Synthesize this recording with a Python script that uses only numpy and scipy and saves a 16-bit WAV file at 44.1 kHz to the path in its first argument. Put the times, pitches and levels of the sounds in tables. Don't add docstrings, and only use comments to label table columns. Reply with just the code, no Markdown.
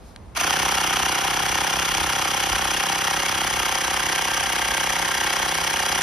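import sys
import numpy as np
from scipy import signal
from scipy.fft import rfft, irfft, next_fast_len
from scipy.io import wavfile

SR = 44100
rng = np.random.default_rng(int(sys.argv[2]) if len(sys.argv) > 2 else 0)


def put_to_file(sound):
    columns = np.atleast_2d(sound).T
    safe = np.clip(columns, -1, 1)
    whole_steps = np.round(safe * 32767)
    wavfile.write(sys.argv[1], SR, whole_steps.astype(np.int16))


N = 265878
TIME = np.arange(N) / SR
FFT_SIZE = next_fast_len(N + 8192)
HZ = np.maximum(np.arange(FFT_SIZE // 2 + 1) * SR / FFT_SIZE, 1)


def from_db(db):
    return 10 ** (np.asarray(db) / 20)


def unit_rms(x):
    return x / np.sqrt(np.mean(x ** 2) + 1e-20)


def curve(points):
    freq_hz, values = np.transpose(points)
    return np.interp(np.log(HZ), np.log(freq_hz), values)


def eq(x, response):
    return irfft(rfft(x, FFT_SIZE) * response, FFT_SIZE)[..., :N]


def resonance(hz, width_hz):
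    return 1 / (1 + 1j * (HZ ** 2 - hz ** 2) / (HZ * width_hz))


def drift(knots_per_s):
    knots = rng.standard_normal(int(N / SR * 40) + 3)
    return 1.2 * np.interp(TIME * knots_per_s, np.arange(len(knots)), knots)


def per_turn(turns, spread):
    return spread * np.sqrt(3) * rng.uniform(-0.84, 1, 200)[np.round(turns).astype(int)]


def from_nearest(turns):
    return (turns + .5) % 1 - .5


def gate(turns, length_ms):
    away_ms = from_nearest(turns) * 31
    return np.exp(-2.8 * (away_ms / length_ms) ** 2)


def room_tone():
    # freq_hz, level_db
    hiss_eq = [(100, -9), (200, -0.5), (400, -9), (900, -11), (1600, -20.5), (3500, -29.5), (7000, -35),
               (10000, -37), (13000, -46)]
    # freq_hz, level_db
    rumble_eq = [(20, -38), (40, 1.5), (65, 5.5), (100, -3), (140, -10.5), (200, -49)]
    # centre_s, lift_db, half_width_s
    swells = [(0.548, -1, .08), (1.502, 5, 0.1), (2.012, 7.5, 0.11), (2.227, 8, 0.039), (2.534, 11, 0.063),
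              (3.546, 5, 0.15), (4.673, 3, 0.045)]
    swell_db = sum(db * np.exp(-((TIME - centre_s) / width_s) ** 2) for centre_s, db, width_s in swells)
    rumble_db = -44.3 - 0.15 * TIME + 1.5 * drift(8) + swell_db
    noise = rng.standard_normal((2, N)) * [[1], [1.5]]
    hiss = unit_rms(eq(noise, from_db(curve(hiss_eq)) * (HZ > 90)))
    rumble = unit_rms(eq(rng.standard_normal((2, N)), from_db(curve(rumble_eq))))
    return from_db(-45.5) * hiss + from_db(rumble_db) * rumble


def tiled_room(t60_s=0.16, tail_db=-10):
    tail = rng.standard_normal((2, 8000)) * from_db(-60 * np.arange(8000) / SR / t60_s)
    tail = tail / np.sqrt(np.sum(tail ** 2, axis=1, keepdims=True))
    return 1 + from_db(tail_db) * rfft(tail, FFT_SIZE)


def finger_rub(centre_s=0.077, half_width_s=0.075, level_db=-58.5):
    swell = np.exp(-((TIME - centre_s) / half_width_s) ** 2)
    rustle = eq(rng.standard_normal((2, N)), resonance(4700, 3000) + 0.26 * resonance(9300, 2000))
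    return from_db(level_db) * swell * unit_rms(rustle)


def button_tick():
    # start_s, strength_db
    presses = [(0.1616, -7.5)]
    # pitch_hz, width_hz, gain_db
    modes = [(1600, 400, 3), (2300, 200, 1), (3050, 350, 0), (3450, 250, 0), (4100, 300, 5),
             (4850, 400, -4), (5500, 500, -8), (10500, 2000, -22)]
    click = np.zeros(N)
    for start_s, strength_db in presses:
        click[int(start_s * SR)] = from_db(strength_db)
    key = sum(from_db(db) * resonance(hz, width) * (-1) ** k for k, (hz, width, db) in enumerate(modes))
    return eq(click, key)


def hose_phase(hz):
    # freq_hz, delay_ms
    delays = [(60, 14), (160, 10.5), (350, 7), (550, 5.6), (720, 2.6), (900, 2.2), (1500, .9), (3000, 0)]
    phase = -2 * np.pi * np.cumsum(curve(delays) / 1000) * SR / FFT_SIZE
    return np.interp(hz, HZ, phase)


def motor_hum(turns, gear_ratio=148 / 15, sag_rad=.7):
    angle = 2 * np.pi * gear_ratio * turns + .94 + hose_phase(10 * 32.25)
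    return from_db(-49) * np.cos(angle + sag_rad * np.sin(2 * np.pi * turns))


def bottle_thump(turns, pressure):
    # harmonic, low_pressure_db, high_pressure_db
    partials = [(2, -50, -53), (3, -58, -56), (4, -51, -55), (5, -46, -46), (6, -59, -60), (7, -50, -51),
                (8, -53, -55), (9, -49, -59), (10, -47, -48), (11, -48, -49), (12, -47, -47),
                (13, -54, -56), (14, -56, -54), (15, -50, -50), (16, -50, -47), (17, -46, -44.5),
                (18, -56, -60), (19, -59, -50), (20, -53, -64), (21, -51, -56), (22, -45, -44),
                (23, -43, -44), (24, -40.5, -40.5), (25, -42, -51), (26, -46, -46), (27, -49, -45),
                (28, -46, -41), (29, -49, -45), (30, -46, -50), (31, -50, -56), (32, -47, -50),
                (33, -52, -51), (34, -51, -46), (35, -51, -54), (36, -51, -46.5), (43, -60, -50),
                (49, -54, -46), (50, -58, -50)]
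    thump = 0
    for k, low_db, high_db in partials:
        level_db = low_db + (high_db - low_db) * pressure + 2.0 + 0.08 * k + 1.5 * drift(5)
        blur = .45 * rng.standard_normal()
        waver = (0.067 + (0.55 - 0.24 * pressure) * (k > 20)) * drift(18)
        phase = 2 * np.pi * k * turns + blur + hose_phase(k * 32.53) + waver
        thump = thump + from_db(level_db) * np.cos(phase)
    return thump


def valve_chirps(turns, pressure):
    # centre_turns, pitch_hz, scatter_hz, low_pressure_db, high_pressure_db,
    # length_ms, scatter_rad
    voices = [(-.32, 3185, 45, -38.5, -38.5, 2.5, 1.65), (-0.37, 2860, 54, -50, -45.5, 2.2, 2.2),
              (0.097, 845, 43, -40, -42, 3.7, 1.12), (-.19, 1714, 43, -39.5, -37.5, 2.1, 0.79),
              (-.09, 2400, 98, -53, -58, 1.2, 1.45), (-0.2, 8180, 70, -50, -43, 5.2, 1.6),
              (0.03, 2040, 200, -42, -39, 1.8, 1.7), (0.08, 1380, 51, -39, -48.5, 2.4, 1.35),
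              (0.08, 5500, 240, -44.5, -48, 2.4, 1.9), (-0.202, 5820, 150, -49, -53, 2, 2.1)]
    chirps = 0
    for centre, pitch_hz, scatter_hz, low_db, high_db, length_ms, scatter_rad in voices:
        cycle = turns - centre
        jittered = cycle + per_turn(cycle, 0.0058)
        away_s = from_nearest(jittered) / 32.7
        tones = []
        for _ in range(2):
            hz = pitch_hz + per_turn(cycle, scatter_hz)
            tones.append(np.sin(2 * np.pi * hz * away_s + per_turn(cycle, scatter_rad)))
        level_db = low_db + (high_db - low_db) * pressure + per_turn(cycle, 1.0)
        chirps = chirps + from_db(level_db) * unit_rms(tones * gate(jittered, length_ms))
    return chirps


def load_rattle(noise, turns):
    # position_turns, level_db
    stroke = [(-.5, -16), (-.42, -14), (-.3, -4), (-.2, -2), (-.08, -1), (-.03, -5), (.04, -2), (.1, -4),
              (.15, -11), (.3, -18), (.5, -16)]
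    # freq_hz, gain_db
    rattle_eq = [(300, -65), (800, 11), (1500, 6.5), (3000, 7), (4000, 7.5), (5000, 9), (9000, 10.5),
                 (15000, 2)]
    grit_db = 1.5 * rng.exponential(1, N // 40 + 1).clip(0, 3)
    grit = from_db(grit_db).repeat(40)[:N]
    load_db = np.interp(from_nearest(turns), *np.transpose(stroke)) + per_turn(turns, 0.5)
    return eq(unit_rms(noise * grit) * from_db(load_db), from_db(curve(rattle_eq)))


def piston_knock(noise, turns, centre_turns=.002):
    # freq_hz, gain_db
    knock_eq = [(300, -16), (800, 1), (1500, -3), (3000, 2), (5000, 10), (9000, 7.5), (15000, 4)]
    burst = gate(turns + per_turn(turns, 0.009) - centre_turns, length_ms=1.3)
    strength = from_db(4.5 + per_turn(turns, 1.8))
    return eq(noise * burst * strength, from_db(curve(knock_eq)))


def mechanism(turns, pressure):
    # freq_hz, gain_db
    casing_eq = [(120, -22), (400, -13), (660, -6), (760, -1.5), (950, -0.5), (1250, -2), (2100, -2),
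                 (3200, -2.5), (3750, -9), (5000, -9.5), (6600, -16.5), (8000, -16.5), (9600, -16),
                 (12000, -15), (13300, -13), (15300, -29)]
    # pitch_hz, width_hz, low_pressure_lift_db, high_pressure_lift_db
    modes = [(1203, 20, -12, -27), (1374, 146, 7.5, 4.5), (1590, 25, -14, 9), (1976, 100, 2.5, 7),
             (2202, 28, 3.5, 6.5), (2380, 150, 4.5, 3.5), (2840, 78, 5.5, 5), (3030, 37, 3, 0),
             (3240, 58, 2, 4), (3530, 150, 3.5, 4.5), (3740, 150, -3.5, -5), (3970, 97, 2, 4.5),
             (5000, 190, -1.5, 2), (5550, 61, 6, 7.5), (5920, 330, 9, 9), (6433, 145, 10, 11),
             (7200, 250, -26, -24), (10460, 450, 5.5, 7)]
    whirr, rattle_noise, knock_noise = rng.standard_normal((3, 2, N))
    drive = whirr + load_rattle(rattle_noise, turns) + piston_knock(knock_noise, turns)
    body = from_db(curve(casing_eq)) * np.exp(1j * hose_phase(HZ)) * tiled_room()
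    slack = 1 + sum((from_db(db) - 1) * resonance(hz, width) for hz, width, db, _ in modes)
    strained = 1 + sum((from_db(db) - 1) * resonance(hz, width) for hz, width, _, db in modes)
    clatter = (1 - pressure) * eq(drive, body * slack) + pressure * eq(drive, body * strained)
    return from_db(-0.5) * unit_rms(clatter)


def air_pump(build_start_s=1.2, build_end_s=4.8):
    # time_s, turns_per_s
    speed = [(.335, 24.4), (.4, 27.0), (.43, 31.4), (.52, 32.5), (.79, 32.8), (.86, 32.08), (1.2, 31.98),
             (1.33, 32.9), (2.2, 32.869), (2.58, 32.409), (2.9, 32.894), (3.3, 32.804), (3.8, 32.085),
             (4.55, 32.356), (4.75, 32.279), (5.3, 32.312), (6.03, 32.107)]
    # time_s, gain_db
    fader = [(0.3475, -85), (0.350, -33), (0.356, -30), (0.364, -27), (0.374, -23), (0.4, -22),
             (0.5, -21.5), (1.2, -22.5), (2.5, -23), (4.2, -23.5), (6.03, -23.5)]
    turns = np.cumsum(np.interp(TIME, *np.transpose(speed), left=0)) / SR
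    pressure = np.clip((TIME - build_start_s) / (build_end_s - build_start_s), 0, 1)
    spin_up = np.clip((turns - .3) / 3, 0, 1)
    tonal = valve_chirps(turns, pressure) + spin_up * (bottle_thump(turns, pressure) + motor_hum(turns))
    gain = from_db(np.interp(TIME, *np.transpose(fader)))
    return gain * (mechanism(turns, pressure) + from_db(24.0) * tonal)


def mic_ports(direct, scattered):
    # freq_hz, left_lead_rad
    lead = [(300, -.1), (780, -.3), (1100, 0), (1800, -.2), (2800, .4), (4200, -.2), (5500, -.1),
            (6290, -1.0), (6720, -3.14), (8000, -3.2), (9100, -4.5), (10300, -6.28), (11700, -6.3),
            (13400, -9.42)]
    # freq_hz, left_over_right_db
    balance = [(60, 1), (110, -2.5), (200, 0), (360, -4), (660, -0.5), (1200, 0), (2180, 0), (3960, 3),
               (7220, -3), (13100, 1)]
    # freq_hz, likeness_0_to_1
    likeness = [(60, .72), (160, .93), (390, .87), (500, .76), (800, .66), (1300, .7), (2200, .93),
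                (2700, .68), (3300, .76), (3750, .55), (4700, .8), (6000, .75), (6550, .55), (7100, .995),
                (8000, .98), (9300, .65), (10400, .995), (11600, .99), (12900, .65), (14000, .99)]
    alike = np.clip(curve(likeness), 0, 1)
    side = np.array([[1], [-1]])
    placement = np.exp(.5j * side * curve(lead)) * from_db(side * curve(balance) / 2)
    centre = eq(direct, placement * np.sqrt((1 + alike) / 2))
    width = eq(scattered, -1j * side * placement * np.sqrt((1 - alike) / 2))
    return centre + width


def scene():
    direct, scattered = air_pump() + button_tick() + finger_rub() + room_tone()
    return mic_ports(direct, scattered)


def record(dry):
    cavity_hz, width_hz, lift_db, cutoff_hz = 7700, 1100, 5, 13700
    lifted = eq(dry, 1 + (from_db(lift_db) - 1) * resonance(cavity_hz, width_hz))
    return signal.sosfilt(signal.cheby2(20, 70, cutoff_hz, fs=SR, output="sos"), lifted)


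dry = scene()
out = record(dry)
put_to_file(out)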